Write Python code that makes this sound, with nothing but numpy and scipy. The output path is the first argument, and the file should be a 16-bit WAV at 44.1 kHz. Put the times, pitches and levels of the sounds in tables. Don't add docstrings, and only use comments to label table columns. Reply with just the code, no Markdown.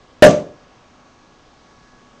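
import sys
import numpy as np
from scipy import signal
from scipy.fft import rfft, irfft
from scipy.io import wavfile
from scipy.ndimage import uniform_filter1d

SR = 44100
rng = np.random.default_rng(int(sys.argv[2]) if len(sys.argv) > 2 else 0)


def gain_from_db(level_db):
    decades = np.asarray(level_db, float) / 20
    return 10 ** decades


def wav_record(signal):
    frames = np.transpose(np.atleast_2d(signal))
    bounded = np.clip(frames, -1, 1)
    quanta = np.round(bounded * 32767).astype(np.int16)
    wavfile.write(sys.argv[1], SR, quanta)


N = 97020

POP_S = 0.2232
SUCK_S, PUSH_S = 0.0009965, 0.001818


def decay(t, t60_s):
    return (t >= 0) * np.exp(-np.log(1000) * np.maximum(t, 0) / t60_s)


def damped_modes(t, modes, phases):
    total = 0
    for (pitch_hz, level_db, t60_s), phase in zip(modes, phases):
        total = total + gain_from_db(level_db) * decay(t, t60_s) * np.sin(2 * np.pi * pitch_hz * t + phase)
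    return total


def on_log_axis(points, hz):
    p = np.array(points, float)
    return np.interp(np.log(np.maximum(hz, 1)), np.log(p[:, 0]), p[:, 1])


def slow_walk(rate_hz):
    k = int(SR / rate_hz)
    steps = np.repeat(rng.standard_normal(N // 50), k)[:N]
    smooth = uniform_filter1d(uniform_filter1d(steps, k), k)
    return (smooth - smooth.mean()) / smooth.std()


def third_octaves(points):
    hz = np.arange(N // 2 + 1) * SR / N
    octaves_above = np.maximum(np.log2(np.maximum(hz, 1) / points[-1][0]), 0)
    shape_db = on_log_axis(points, hz) - 60 * octaves_above
    spectrum = rfft(rng.standard_normal(N)) * gain_from_db(shape_db)
    spectrum = spectrum / np.std(irfft(spectrum, N))
    place = 3 * np.log2(np.maximum(hz, 20) / 20)
    slices = []
    for k in range(31):
        weight = np.clip(1 - abs(place - k), 0, 1)
        slices.append((20 * 2 ** (k / 3), irfft(spectrum * weight, N)))
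    return slices


def pressure_pulse(t):
    suck_db, push_db = 19, 13
    suck = np.sin(np.pi * np.clip(t / SUCK_S, 0, 1))
    push = np.sin(np.pi * np.clip((t - SUCK_S) / PUSH_S, 0, 1))
    return gain_from_db(push_db) * push - gain_from_db(suck_db) * suck


def lip_crack(t):
    level_db, t60_s, centre_hz = 7.5, 0.011, 5000
    band = signal.butter(1, [centre_hz / 2, centre_hz * 2], "band", fs=SR, output="sos")
    crack = signal.sosfilt(band, rng.standard_normal(N))
    return gain_from_db(level_db) * crack * decay(t - SUCK_S, t60_s)


def neck_ring(t):
    # pitch_hz [Hz], level_db [dB], t60_s [s]
    neck = [(589.6, 11, 0.091), (1172, -18, 0.28), (1690, -12.5, 0.063)]
    return -damped_modes(t - SUCK_S - PUSH_S, neck, np.zeros(len(neck)))


def pop(t):
    return pressure_pulse(t) + lip_crack(t) + neck_ring(t)


def echoes(t, direct):
    # delay_s [s], level_db [dB]
    reflections = [
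        (0.0172, -12.5),
        (0.0212, -12),
        (0.0246, -14),
        (0.041, -14),
        (0.0457, -17),
        (.0862, -26.5),
    ]
    return sum(gain_from_db(level_db) * np.interp(t - delay_s, t, direct) for delay_s, level_db in reflections)


def room_modes(t):
    # pitch_hz [Hz], level_db [dB], t60_s [s]
    low_modes = [(90.2, -19.5, 0.45), (139.8, -14, 0.44), (162.7, -10, 0.39), (181.4, -11.5, 0.37),
                 (204.7, -7, 0.35), (256.5, -14, 0.4), (289.4, -11.5, .45), (365.6, -14.5, .4),
                 (407.8, -8.5, .35), (486.6, -9.5, 0.27), (532.5, -4, .35), (574.7, -8.5, 0.44),
                 (666.3, -7, .3), (727.4, -3, 0.21)]
    # pitch_hz [Hz], level_db [dB], t60_s [s]
    beating_pair = [(598.2, 1, .36), (604.9, 6, 0.31)]
    rise_s = 0.003
    modes = damped_modes(t, low_modes, np.pi * np.arange(len(low_modes)))
    modes = modes - damped_modes(t - SUCK_S - PUSH_S, beating_pair, np.zeros(len(beating_pair)))
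    return (1 - np.exp(-np.maximum(t, 0) / rise_s)) * modes


def diffuse_tail(t):
    # freq_hz [Hz], density_db [dB per Hz]
    tail_spectrum = [(60, -26), (180, -9), (650, -10.5), (900, -20.5), (3000, -25), (5000, -29.5),
                     (6200, -24), (8400, -38)]
    # freq_hz [Hz], t60_s [s]
    tail_t60 = [(100, 0.46), (600, 0.46), (2000, 0.33), (7000, 0.31)]
    level_db, rise_s = -6, 0.0033
    tail = sum(band * decay(t, on_log_axis(tail_t60, hz)) for hz, band in third_octaves(tail_spectrum))
    return gain_from_db(level_db) * (1 - np.exp(-np.maximum(t, 0) / rise_s)) * tail


def fan_hiss():
    # freq_hz [Hz], density_db [dB per Hz]
    airflow = [(20, 0.5), (60, -5.5), (300, -7.5), (1300, -12), (1700, -18.5), (3000, -21), (6400, -25),
               (8300, -37.5)]
    level_db, flicker_db = -50, -1
    hiss = sum(band * gain_from_db(flicker_db * slow_walk(3.1)) for _, band in third_octaves(airflow))
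    return gain_from_db(level_db) * hiss


def fan_whine():
    # pitch_hz [Hz], level_db [dB rms]
    whine = [(247.6, -62.5), (742.9, -68.5), (1114, -63), (1674, -67.5), (2229, -77)]
    wobble_db, drift = 3, 0.0019
    shaft_s = np.cumsum(1 + drift * slow_walk(4.6)) / SR
    tones = 0
    for pitch_hz, level_db in whine:
        level = gain_from_db(level_db + wobble_db * slow_walk(5)) * np.sqrt(2)
        tones = tones + level * np.sin(2 * np.pi * (pitch_hz * shaft_s + rng.random()))
    return tones


def scene():
    t = np.arange(N) / SR - POP_S
    direct = pop(t)
    room = echoes(t, direct) + room_modes(t) + diffuse_tail(t)
    return (direct + room + fan_hiss() + fan_whine())[None]


def roll_off(x):
    return signal.sosfilt(signal.butter(12, 16890, fs=SR, output="sos"), x)


def record(dry):
    low_hz, top_hz, input_top_hz, ceiling = 25.5, 8500, 15900, 0.97
    soft = signal.sosfilt(signal.butter(8, top_hz, fs=SR, output="sos"), dry)
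    soft = signal.sosfilt(signal.butter(1, low_hz, "high", fs=SR, output="sos"), soft)
    clipped = np.clip(soft, -ceiling, ceiling)
    flat = signal.sosfiltfilt(signal.ellip(8, 0.1, 40, input_top_hz, fs=SR, output="sos"), clipped)
    return roll_off(np.clip(flat, -1, 1))


dry = scene()
out = record(dry)
wav_record(out)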